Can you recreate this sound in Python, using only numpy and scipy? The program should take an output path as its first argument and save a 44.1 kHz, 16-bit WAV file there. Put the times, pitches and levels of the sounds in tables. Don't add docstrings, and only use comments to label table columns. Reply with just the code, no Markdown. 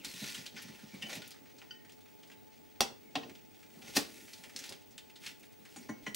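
import sys
import numpy as np
from scipy import signal
from scipy.fft import rfft, irfft
from scipy.io import wavfile

SR = 44100
rng = np.random.default_rng(int(sys.argv[2]) if len(sys.argv) > 2 else 0)


def to_wav(sig):
    pcm = np.clip(np.atleast_2d(sig), -1, 1) * 32767
    pcm = np.round(pcm).astype(np.int16)
    wavfile.write(sys.argv[1], SR, pcm.T)


def volts_from_db(level):
    exponent = np.asarray(level, float) / 20
    return 10 ** exponent


N = 271215
TIME = np.arange(N) / SR

# f/Hz, density/dB
AIR_SPECTRUM = [(15, -66), (25, -26), (92, 12.5), (223, -15), (293, -1), (695, 8), (796, 9.5), (887, -6),
                (1150, -0.5), (2410, 0), (10100, -23), (14800, -29), (16000, 1)]
# f/Hz, density/dB
AIR_SIDE_SPECTRUM = [(15, -60), (25, -53), (111, 3), (344, -1), (394, -0.5), (427, 2), (489, -7.5),
                     (840, -12.5), (911, -19.5), (14000, -33), (16000, -6.5)]
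AIR_DB, AIR_SIDE_DB = -67.5, -54.5
HUM_HZ = [100, 301.5, 431, 866.5, 15627.3]
# centre level/dB, left-right difference level/dB, wander/Hz
HUM_LINES = [
    (-79, -84, 2.5),
    (-80.5, -70.5, 4.28),
    (-77, -67.5, 2.24),
    (-74.5, -80.5, 1.4),
    (-65, -88, .3),
]

# fastest t/s, rise/s, fall/s, rasp level/dB, edge above 7 kHz against the rasp/dB
STROKES = [(.07, 0.021, 0.17, -55.5, -1), (.29, 0.17, 0.14, -47.5, -5.5), (.58, 0.03, 0.13, -54, -12),
           (.76, 0.19, 0.47, -62, -7.5), (1.15, 0.081, 0.034, -47, -7.5), (1.24, 0.066, 0.049, -56, -14),
           (1.6, 0.16, 0.2, -70, -11), (3.24, 0.14, 0.18, -65.5, -10), (3.56, 0.062, 0.23, -70, -6),
           (3.92, 0.094, 0.12, -54.5, -7.5), (4.2, 0.4, 0.34, -61, -1.5), (4.62, 0.068, 0.13, -53, -9.5),
           (5.26, 0.043, 0.061, -52.5, -7), (5.8, 0.18, 0.093, -65, -4), (6.04, 0.022, 0.05, -65, -7)]
# heaviest t/s, rise/s, fall/s, bench rumble level/dB, hollow
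# 450-820 Hz against the rumble/dB
LEANS = [
    (0.0, .1, 0.064, -59.5, -14),
    (.36, 0.33, 0.65, -63.5, 1.5),
    (1.12, 0.082, 0.097, -55.5, 13.5),
    (3.25, 0.11, 0.11, -62, 3),
    (3.8, 0.047, 0.29, -64.5, 10.5),
    (4.03, 0.065, 0.36, -64, -2),
    (4.6, 0.22, 0.22, -66.5, 12.5),
    (5.85, 0.14, 0.54, -64, -18),
]
IDLE_RASP_DB, IDLE_EDGE_DB, IDLE_BENCH_DB, IDLE_HOLLOW_DB = -72.5, -76, -69.5, -75.5
BELL_SHAPE = 1.82
# f/Hz, density/dB
RASP = [(590, -77), (1000, -9.5), (1270, -25), (1430, 0), (1600, -16), (1750, 0.5), (2670, 1), (6350, 1),
        (9000, -22.5), (11700, -53), (19800, -120)]

# start t/s, end t/s, first f/Hz, last f/Hz, level/dB, half width/Hz
RUBS = [(1.68, 1.95, 1850, 1880, -71.5, 12), (3.03, 3.115, 2310, 2120, -71, 44),
        (5.44, 5.553, 3500, 1900, -78, 30), (0.916, 0.975, 2380, 2130, -59.5, 90),
        (0.0, 0.036, 2900, 2200, -60, 200), (0.071, 0.13, 4500, 4100, -56, 200),
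        (0.135, 0.18, 3950, 3400, -55, 230), (0.188, 0.26, 3900, 3900, -52, 250),
        (0.265, 0.34, 4300, 4900, -54, 250), (1.11, 1.167, 3500, 4200, -55, 200),
        (2.36, 2.42, 3900, 3850, -76, 30), (0.57, 0.61, 1700, 1500, -54.5, 250)]
STEADY_HZ = 15

# t/s, peak
# level/dB, centre f/Hz, share above 7 kHz/dB
CONTACTS = [(0.038, -39, 2490, -14), (0.0525, -47, 4400, -9), (0.459, -35, 3080, -32),
            (1.341, -45.5, 1730, -33), (1.364, -50, 1750, -35), (1.498, -49, 2456, -25),
            (0.0475, -27.5, 4430, -6.5), (0.2483, -38.5, 1780, -14), (0.4635, -32, 3900, -25),
            (0.6843, -44, 1970, -6), (0.7506, -43.5, 2410, -19), (0.7925, -41.5, 1840, -25),
            (0.942, -46.5, 2380, -4), (1.023, -31.5, 2800, -30), (1.096, -34.5, 1780, -15),
            (1.104, -40, 2400, -22), (1.1543, -35, 2700, -2.5), (1.2204, -38, 3140, -18),
            (1.278, -55, 6340, 13.5), (1.3074, -42.5, 3290, -0.5), (1.3166, -40, 4540, -18),
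            (1.4571, -47, 2200, -23),
            (1.624, -44, 1060, -30), (3.225, -48, 3200, -25), (1.5834, -44.5, 4530, -21),
          (1.6154, -50, 2670, -28), (1.849, -45.5, 2220, -22), (1.8951, -45.5, 3370, -11),
          (1.9217, -48.5, 5470, -7), (2.231, -44, 2930, -40), (2.299, -44, 1900, -20),
          (2.316, -43, 2920, -25), (3.2964, -43, 2570, -12), (3.3534, -46.5, 3000, -9),
          (3.6298, -47, 2310, -30), (3.8192, -43, 2730, -19), (3.8857, -42, 5500, -18),
            (4.2817, -48, 2340, -14), (4.380, -46, 4000, -17), (4.496, -41, 2120, -14),
           (4.711, -40, 680, -35), (5.893, -40, 850, -42), (6.068, -56, 1400, -35), (6.078, -39, 2900, -28),
           (4.3327, -35.5, 4600, -21), (4.4387, -37.5, 2510, -7.5), (4.563, -28.5, 5310, -10.5),
           (4.5897, -30.5, 6160, -25), (4.64, -34.5, 3970, -7), (4.6617, -42, 4510, 1),
           (4.6937, -36.5, 4930, -3), (4.724, -36, 3020, -6.5), (4.9803, -35, 3400, -7),
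           (5.0984, -44.5, 2590, -19), (5.237, -38, 2500, -29), (5.2628, -33, 2680, -14),
           (5.2661, -31, 3080, -13), (5.652, -40, 2240, -34), (5.7616, -40, 2100, -7),
           (5.888, -45, 2300, -20), (6.0626, -41, 2160, -44), (6.1464, -31, 4500, 4.5)]
# t/s, peak level/dB, centre f/Hz, share above 7 kHz/dB
SCUFFS = [(0.343, -30.5, 3420, -8.5), (0.5628, -36.5, 2140, -30), (0.6193, -43, 3070, 7),
          (0.945, -45.5, 3720, -20), (1.013, -42, 3500, -10), (2.003, -52.5, 3800, -8),
          (2.055, -51.5, 2600, -25), (2.081, -55, 2430, -25), (2.135, -72, 2320, -25),
          (2.271, -53, 4960, -2), (4.815, -54, 3800, -2), (4.905, -49.5, 5700, -8),
          (5.156, -41.5, 3730, -27), (5.217, -48, 3280, -13), (5.395, -55.5, 6500, 6),
          (5.428, -45, 2500, -5.5), (5.45, -53, 5000, -1), (5.52, -57.5, 4500, 3)]
TICK_T60_S, TICK_RISE_S, SCUFF_RISE_S, TICK_SNAP_DB = 0.086, 0.0016, 0.0077, 6.5

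# t/s, peak level/dB, f/Hz
SNAPS = [(0.0489, -33, 4200), (0.0533, -34, 4460), (0.0595, -36, 5500), (0.251, -34, 3540),
         (0.268, -36, 4400), (0.293, -37, 3300), (0.3505, -36, 2900), (0.4647, -33, 4500),
         (0.6205, -48.5, 8950), (1.2204, -38, 3500), (1.3173, -39, 5000), (1.6177, -39, 2840),
         (1.6228, -42, 2210), (2.8063, -15, 2650), (2.8066, -14, 3400), (2.8068, -17, 5000),
         (2.8069, -21, 1300), (3.16, -29, 2600), (3.9595, -31, 6100), (3.9655, -24, 5900),
         (3.9687, -20, 4600), (3.9715, -16, 4350), (3.974, -24, 2600), (4.282, -43, 2520),
         (4.437, -45, 2970), (4.5639, -32, 6100), (4.6922, -34, 5000), (4.7235, -38, 4060),
         (4.9797, -36, 7500), (5.2658, -32, 3500), (6.0685, -28, 2300), (6.0775, -36, 3000)]
SNAP_CYCLES = 4.0

# t/s, peak level/dB, f/Hz
THUMPS = [(0.137, -46, 182), (0.218, -34.5, 202), (0.377, -42, 179), (0.537, -47, 230), (0.643, -43.5, 170),
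          (0.689, -42, 210), (0.83, -42, 201), (0.937, -38.5, 194.5), (1.03, -41, 213),
          (1.168, -39.5, 165.5), (1.409, -55, 273), (2.298, -57, 299), (2.91, -53, 371), (2.81, -43, 200),
          (3.163, -38, 290), (3.248, -52, 440), (3.764, -49, 219), (3.833, -48, 219), (3.968, -34, 281.5),
          (4.387, -53, 187), (4.55, -49, 238), (4.707, -52, 385), (5.269, -53.5, 209), (5.592, -57, 222),
          (5.77, -46.5, 233), (5.896, -34.5, 222.2), (6.073, -38.5, 212)]
BENCH_T60_S = 0.12
THUD_DB, THUD_DB_PER_OCTAVE = -14, 12

# t/s, contact/s
CLINKS = [
    (1.022, 0.0022),
    (1.056, 0.0031),
    (1.092, 0.0032),
    (1.221, 0.0028),
    (1.617, 0.0019),
    (1.7075, 0.0023),
]
SHAFT_HZ = [1460, 1860, 2275, 2720, 2870, 2993, 3030, 4640, 4985, 5986, 4715, 5780]
# t60/s, then level/dB at each clink
SHAFT_MODES = [(0.057, -66, -80, -52, -49.5, -61, -49), (0.13, -44.5, -85, -70, -68, -58, -57),
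               (0.1, -46, -68, -44, -65, -83, -84), (0.11, -43.5, -60, -70, -63, -78, -58),
               (0.065, -36, -54, -70, -70, -74, -68), (0.1, -39.5, -38.5, -70, -70, -80, -53),
               (0.062, -39, -53, -70, -70, -73, -38), (0.04, -62, -70, -70, -70, -80, -46),
               (0.057, -45, -64, -70, -70, -82, -55), (0.038, -55, -62, -70, -70, -83, -54),
               (0.1, -65, -70, -70, -70, -78, -57), (0.053, -65, -70, -70, -70, -80, -58)]

# t/s, snap level/dB, snap length/s, crack level/dB, crack t60/s, skid/s
KNOCKS = [
    (2.8074, -9, 0.00037, -26, 0.12, 0.0003),
    (3.1546, -32, 0.0025, -34, 0.14, 0.00056),
    (3.97, -28, 0.0043, -28, 0.16, 0.0078),
]
# f/Hz, density/dB
FIRST_CRACK = [(180, -7), (300, 1), (1000, -8.5), (1500, -30), (2700, -7.5), (5430, -10.5), (5800, -9.5),
               (16000, -25.5)]
SECOND_CRACK = [(150, -16), (300, -3.5), (379, -33), (737, -3.5), (1190, -24.5), (2700, -20.5), (3400, -15),
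                (16000, -50)]
THIRD_CRACK = [(180, -5.5), (300, -0.5), (713, -9), (1100, -14.5), (1500, -14), (2600, -12.5), (4520, -9.5),
               (16000, -22)]
CRACKS = [FIRST_CRACK, SECOND_CRACK, THIRD_CRACK]
# t/s, contact/s
HEAD_BLOWS = [
    (2.8058, 0.00057),
    (2.8145, 0.0012),
    (3.1545, 0.0023),
    (3.966, 0.0028),
]
HEAD_HZ = [455, 605, 735, 791, 1042, 1860, 2600, 2730, 3025, 3400, 4170, 4670, 5700, 5910, 255, 3800, 4930,
           5440, 6510]
# t60/s, then level/dB at each blow
HEAD_MODES = [(0.41, -74, -54, -47.5, -47), (0.057, -36, -50, -48, -48), (0.086, -22.5, -32.5, -28.5, -30),
              (0.15, -37, -39, -50, -43), (0.04, -32, -62, -34, -36.5), (0.068, -37, -47, -40.5, -29.5),
              (0.023, -44, -57, -27.5, -20), (0.047, -41, -33, -36, -40), (0.04, -56, -44, -33.5, -37),
              (0.017, -34, -49, -53, -62), (0.04, -30, -54, -38, -30), (0.047, -25, -35, -39, -27),
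              (0.091, -60, -27, -46, -31), (0.041, -45, -43, -62, -28), (0.23, -47, -55, -48, -55),
              (0.076, -45, -49, -44, -49), (0.091, -42, -48, -48, -42), (0.066, -34, -46, -48, -39),
              (0.081, -43, -48, -60, -34)]
BOUNCE_S, BOUNCE_CONTACT_S, BOUNCE_LOSS_DB = 3.232, 0.002, 18
BOUNCE_FIN_HZ, BOUNCE_FIN_GAIN_DB = 1900, 6

# t/s, contact/s
TOUCHES = [
    (5.7615, 0.0011),
    (5.826, 0.0013),
    (5.890, 0.0025),
    (6.0645, 0.0022),
    (6.1463, 0.00082),
]
PLATE_HZ = [430, 600, 810, 1036, 1445, 1950, 2040, 2205, 2993, 4140, 4520, 5530, 5930, 6043, 6770, 6920,
            8133, 8730, 10820, 301, 960, 1100, 1600, 1820, 2320, 3047, 3505, 1710, 2466, 2869, 3990]
# t60/s, then level/dB at each touch
PLATE_MODES = [(0.13, -64, -85, -44, -44.5, -67), (0.048, -61, -83, -40, -48.5, -63),
               (0.038, -47.5, -81, -51, -48, -68), (0.067, -62, -80, -43, -42, -75),
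               (0.045, -68, -80, -44.5, -41, -68), (0.17, -75, -67, -47, -37.5, -52),
               (0.033, -72, -75, -56, -30.5, -50), (0.36, -62, -75, -56, -62, -64),
               (0.085, -69, -72, -62, -44.5, -52), (0.077, -58, -70, -58, -50, -50),
               (0.096, -55, -59, -54.5, -59, -57), (0.14, -70, -60, -75, -53, -53),
               (0.27, -57.5, -67, -53.5, -61, -45), (0.05, -75, -80, -72, -43, -50),
               (0.14, -52, -79, -56, -60, -38), (0.15, -53, -80, -72, -54, -51),
               (0.25, -54, -74, -70, -56, -39), (0.17, -64, -80, -63, -77, -55),
               (0.17, -61, -82, -65, -68, -59), (0.16, -52, -76, -39.5, -47, -70),
               (0.045, -58, -82, -68, -70, -70), (0.084, -76, -80, -69, -69, -70),
               (0.067, -70, -78, -48, -60, -70), (0.036, -66, -80, -39, -49, -65),
               (0.055, -70, -75, -66, -44, -63), (0.082, -70, -75, -56, -43, -55),
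               (0.2, -72, -84, -81, -70, -51), (0.045, -75, -80, -74, -41.5, -65),
               (0.063, -75, -80, -70, -51, -63), (.2, -75, -82, -75, -57, -48),
               (.05, -75, -80, -75, -65, -37.5)]
HEAD_BEAT_DB, SHAFT_BEAT_DB, PLATE_BEAT_DB = 1.5, 2.5, 1.5

ROOM_T60_S, ROOM_DB, WALL_CUT_HZ = 0.27, -12, 6500
RING_ECHO_DB = -5
TOP_HZ = 17100


def rms_one(x):
    return x / np.sqrt(np.mean(x ** 2) + 1e-20)


def fade(t, t60):
    return volts_from_db(-60 * t / max(t60, .005))


def coloured(x, spectrum):
    hz, db = np.transpose(spectrum)
    axis = np.maximum(np.fft.rfftfreq(x.shape[-1], 1 / SR), 1)
    gain = volts_from_db(np.interp(np.log(axis), np.log(hz), db))
    return rms_one(irfft(rfft(x) * gain, x.shape[-1]))


def passed(x, hz, kind, order=2):
    sos = signal.butter(order, np.clip(hz, 10, .45 * SR), kind, fs=SR, output="sos")
    return signal.sosfilt(sos, x)


def band_noise(x, low_hz, high_hz, order=2):
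    return rms_one(passed(x, [low_hz, high_hz], "band", order))


def drift(rate_hz):
    return rms_one(passed(rng.standard_normal(N + SR), rate_hz, "low")[SR:])


def ring(force, hz, t60):
    r, w = fade(1 / SR, t60), 2 * np.pi * hz / SR
    return signal.lfilter([0, np.sin(w)], [1, -2 * r * np.cos(w), r * r], force + 1e-18)


def add(out, s, piece):
    at = round(s * SR)
    out[at:at + len(piece)] += piece[:N - at]


def grit(per_s, spread_db):
    sizes = volts_from_db(spread_db * np.minimum(rng.exponential(1, N), 4))
    sizes = sizes * rng.choice([-1, 1], N)
    return rms_one(sizes * (rng.random(N) < per_s / SR))


def swells(rows, idle_db, idle_other_db):
    t = TIME[::64]
    main, other = volts_from_db(2 * idle_db), volts_from_db(2 * idle_other_db)
    for s, rise, fall, db, other_db in rows:
        distance = np.abs((t - s) / np.where(t < s, rise, fall))
        power = volts_from_db(2 * db) * np.exp(-2 * distance ** BELL_SHAPE)
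        main = main + power
        other = other + power * volts_from_db(2 * other_db)
    return np.interp(TIME, t, 10 * np.log10(main)), np.interp(TIME, t, 10 * np.log10(other))


def struck(blows, pitches, modes, beat_db):
    out, t = np.zeros(N), TIME[:2000]
    waver = drift(130)
    roughness = np.abs(rng.standard_normal((len(pitches), len(blows), len(t))))
    for hz, (t60, *levels_db), rough_pushes in zip(pitches, modes, roughness):
        force = np.zeros(N)
        for (s, contact_s), db, rough in zip(blows, levels_db, rough_pushes):
            push = rough * np.exp(-t / max(contact_s, .0002))
            felt = 2 * push / push.sum() * np.cos(2 * np.pi * hz * t)
            add(force, s, felt * volts_from_db(db))
        beating = volts_from_db(beat_db * np.roll(waver, 97 * round(hz)))
        out += ring(force, hz, t60) * beating
    return out


def background():
    mid = volts_from_db(AIR_DB + .5 * drift(3)) * coloured(rng.standard_normal(N), AIR_SPECTRUM)
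    side = volts_from_db(AIR_SIDE_DB) * coloured(rng.standard_normal(N), AIR_SIDE_SPECTRUM)
    for hz, (mid_db, side_db, wander_hz) in zip(HUM_HZ, HUM_LINES):
        phase = 2 * np.pi * np.cumsum(hz + wander_hz * drift(5.5)) / SR
        sway_db = 2.0 * min(wander_hz, 1) * drift(7.4)
        mid = mid + np.sqrt(2) * volts_from_db(mid_db + sway_db) * np.sin(phase)
        side = side + np.sqrt(2) * volts_from_db(side_db) * np.cos(phase)
    return mid, side


def drag():
    rasp_db, edge_db = swells(STROKES, IDLE_RASP_DB, IDLE_EDGE_DB)
    bench_db, hollow_db = swells(LEANS, IDLE_BENCH_DB, IDLE_HOLLOW_DB)
    stutter_db = 2.0 * drift(27.0)
    grains = grit(3000, spread_db=1.5)
    grip_db = 5.0 * drift(20.0)
    fins = np.zeros(N)
    for hz in HEAD_HZ:
        if hz > 2500:
            fins += ring(grains, hz, t60=0.013) * volts_from_db(np.roll(grip_db, 61 * round(hz)))
    rasp = volts_from_db(rasp_db + stutter_db) * (coloured(grains, RASP) + volts_from_db(-10) * rms_one(fins))
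    bright = passed(passed(grains, [7000, 15500], "band"), 8100, "low", order=1)
    edge = volts_from_db(edge_db + 0.067 * stutter_db + 0.2 * drift(51)) * rms_one(bright)
    hollow = volts_from_db(hollow_db - 14.0 + stutter_db) * band_noise(rng.standard_normal(N), 450, 820)
    bench = band_noise(rng.standard_normal(N), 140, 380)
    legs = volts_from_db(-18.0) * band_noise(rng.standard_normal(N), 30, 80)
    rumble = volts_from_db(bench_db + 3.2 * drift(19.0)) * (bench + legs)
    return rasp + edge + hollow, rumble


def rubs():
    out, white = np.zeros(N), rng.standard_normal(N + SR)
    for start, end, first_hz, last_hz, db, width_hz in RUBS:
        t, at = TIME[:round((end - start) * SR)], round(start * SR)
        both = np.array([white[at:], white[::-1][at:]])[:, :len(t) + SR // 4]
        even, odd = rms_one(passed(both, width_hz, "low")[:, SR // 4:])
        phase = 2 * np.pi * np.cumsum(np.linspace(first_hz, last_hz, len(t))) / SR
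        song = (even + STEADY_HZ / width_hz) * np.cos(phase) + odd * np.sin(phase)
        add(out, start, volts_from_db(db) * np.sqrt(np.sin(np.pi * t / (end - start))) * song)
    return out


def ticks():
    out, t = np.zeros(N), TIME[:6000]
    hard = CONTACTS
    rows = hard + SCUFFS
    whites = rng.standard_normal((len(rows), 2, len(t)))
    dying = fade(t, TICK_T60_S)
    for k, ((s, db, hz, top_db), white) in enumerate(zip(rows, whites)):
        if k < len(hard):
            snap = volts_from_db(top_db / 5 + TICK_SNAP_DB) * np.exp(-t / 0.00072)
            shape = dying * (1 - np.exp(-t / TICK_RISE_S)) + snap
        else:
            shape = 2 * dying * (1 - np.exp(-t / SCUFF_RISE_S))
        broad = band_noise(white[0], 1500, 7000)
        body = band_noise(white[0], hz / 1.264, hz * 1.153, order=1)
        reach_hz = np.clip(12500 + 300 * top_db, 8000, 15500)
        top = volts_from_db(top_db) * fade(t, 2 * TICK_T60_S) * band_noise(white[1], 6500, reach_hz)
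        add(out, s - .0005, volts_from_db(db - 10.0) * shape * (0.33 * broad + 0.79 * body + top))
    return out


def snaps():
    out, click = np.zeros(N), np.eye(1, 400)[0]
    for s, db, hz in SNAPS:
        add(out, s, volts_from_db(db - 0.5) * ring(click, hz, SNAP_CYCLES / hz))
    return out


def thumps():
    out, t = np.zeros(N), TIME[:12000]
    for (s, db, hz), white in zip(THUMPS, rng.standard_normal((len(THUMPS), len(t)))):
        shape = fade(t, BENCH_T60_S) * (1 - np.exp(-t / 0.0058)) ** 2
        turn = 2 * np.pi * hz * t
        tone = np.sin(turn) + 0.34 * np.sin(1.43 * turn) + 0.7 * np.sin(0.724 * turn)
        thud = rms_one(passed(passed(white, [110, 1500], "band"), 80, "low", order=1))
        thud *= volts_from_db(THUD_DB + THUD_DB_PER_OCTAVE * np.log2(hz / 200))
        thud *= fade(t, 1.75 * BENCH_T60_S) * (1 - np.exp(-t / 0.007))
        add(out, s - .004, volts_from_db(db + 2.5) * (shape * tone + thud))
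    return out


def shaft():
    return struck(CLINKS, SHAFT_HZ, SHAFT_MODES, SHAFT_BEAT_DB)


def knocks():
    lead = .04
    out, t = np.zeros(N), TIME[:16000] - lead
    after = np.maximum(t, 0)
    whites = rng.standard_normal((len(KNOCKS), len(t)))
    for (s, db, length, crack_db, t60, skid_s), white, crack in zip(KNOCKS, whites, CRACKS):
        noise = coloured(white, crack)
        snap = volts_from_db(db - 0.5) * np.exp(-(after / length) ** 2)
        snap = snap * passed(noise, 1180, "high")
        tail = volts_from_db(crack_db) * fade(after, t60) * noise
        add(out, s - lead, np.exp(np.minimum(t, 0) / skid_s) * (snap + tail))
    modes = []
    for hz, row in zip(HEAD_HZ, HEAD_MODES):
        fin_db = BOUNCE_FIN_GAIN_DB * np.exp(-np.log2(hz / BOUNCE_FIN_HZ) ** 2)
        modes.append((*row, row[-2] - BOUNCE_LOSS_DB + fin_db))
    blows = HEAD_BLOWS + [(BOUNCE_S, BOUNCE_CONTACT_S)]
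    return out, struck(blows, HEAD_HZ, modes, HEAD_BEAT_DB)


def plate():
    return struck(TOUCHES, PLATE_HZ, PLATE_MODES, PLATE_BEAT_DB)


def workshop(x):
    t = TIME[:SR // 2]
    tails = passed(rng.standard_normal((2, len(t))), WALL_CUT_HZ, "low", order=1)
    tails = tails * fade(t, ROOM_T60_S) * (t > .003)
    tails /= np.sqrt(np.sum(tails ** 2, axis=1, keepdims=True))
    return volts_from_db(ROOM_DB) * signal.fftconvolve(x[None], tails, axes=1)[:, :N]


def scene():
    cracks, rings = passed(np.array(knocks()), 167, "high")
    blows = cracks + rings
    rasp, rumble = drag()
    metal = rasp + ticks() + snaps() + blows + shaft() + plate() + rubs()
    bench = rumble + passed(thumps(), 103, "high", order=3)
    echo_mid, echo_side = workshop(metal + bench - (1 - volts_from_db(RING_ECHO_DB)) * rings)
    air_mid, air_side = background()
    wide = volts_from_db(2.5) * passed(passed(echo_side, 1560, "low", order=1), 250, "high", order=1)
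    late = np.roll(passed(metal, 11600, "high"), SR // 2000)
    leaning = volts_from_db(-15.5) * passed(metal, 1500, "low", order=1) + volts_from_db(-6.0) * late
    jolt = volts_from_db(5.0) * passed(blows ** 2, 260, "low", order=1)
    mid = metal + bench + echo_mid + air_mid
    side = wide + leaning + jolt + air_side
    return np.array([mid + side, mid - side])


def band_limit(x):
    return signal.sosfilt(signal.butter(12, 17130, fs=SR, output="sos"), x)


def record(dry):
    top_cut = signal.cheby2(10, 60, TOP_HZ, fs=SR, output="sos")
    mix = signal.sosfilt(top_cut, passed(dry, 36, "high", order=1))
    return band_limit(mix)


dry = scene()
out = record(dry)
to_wav(out)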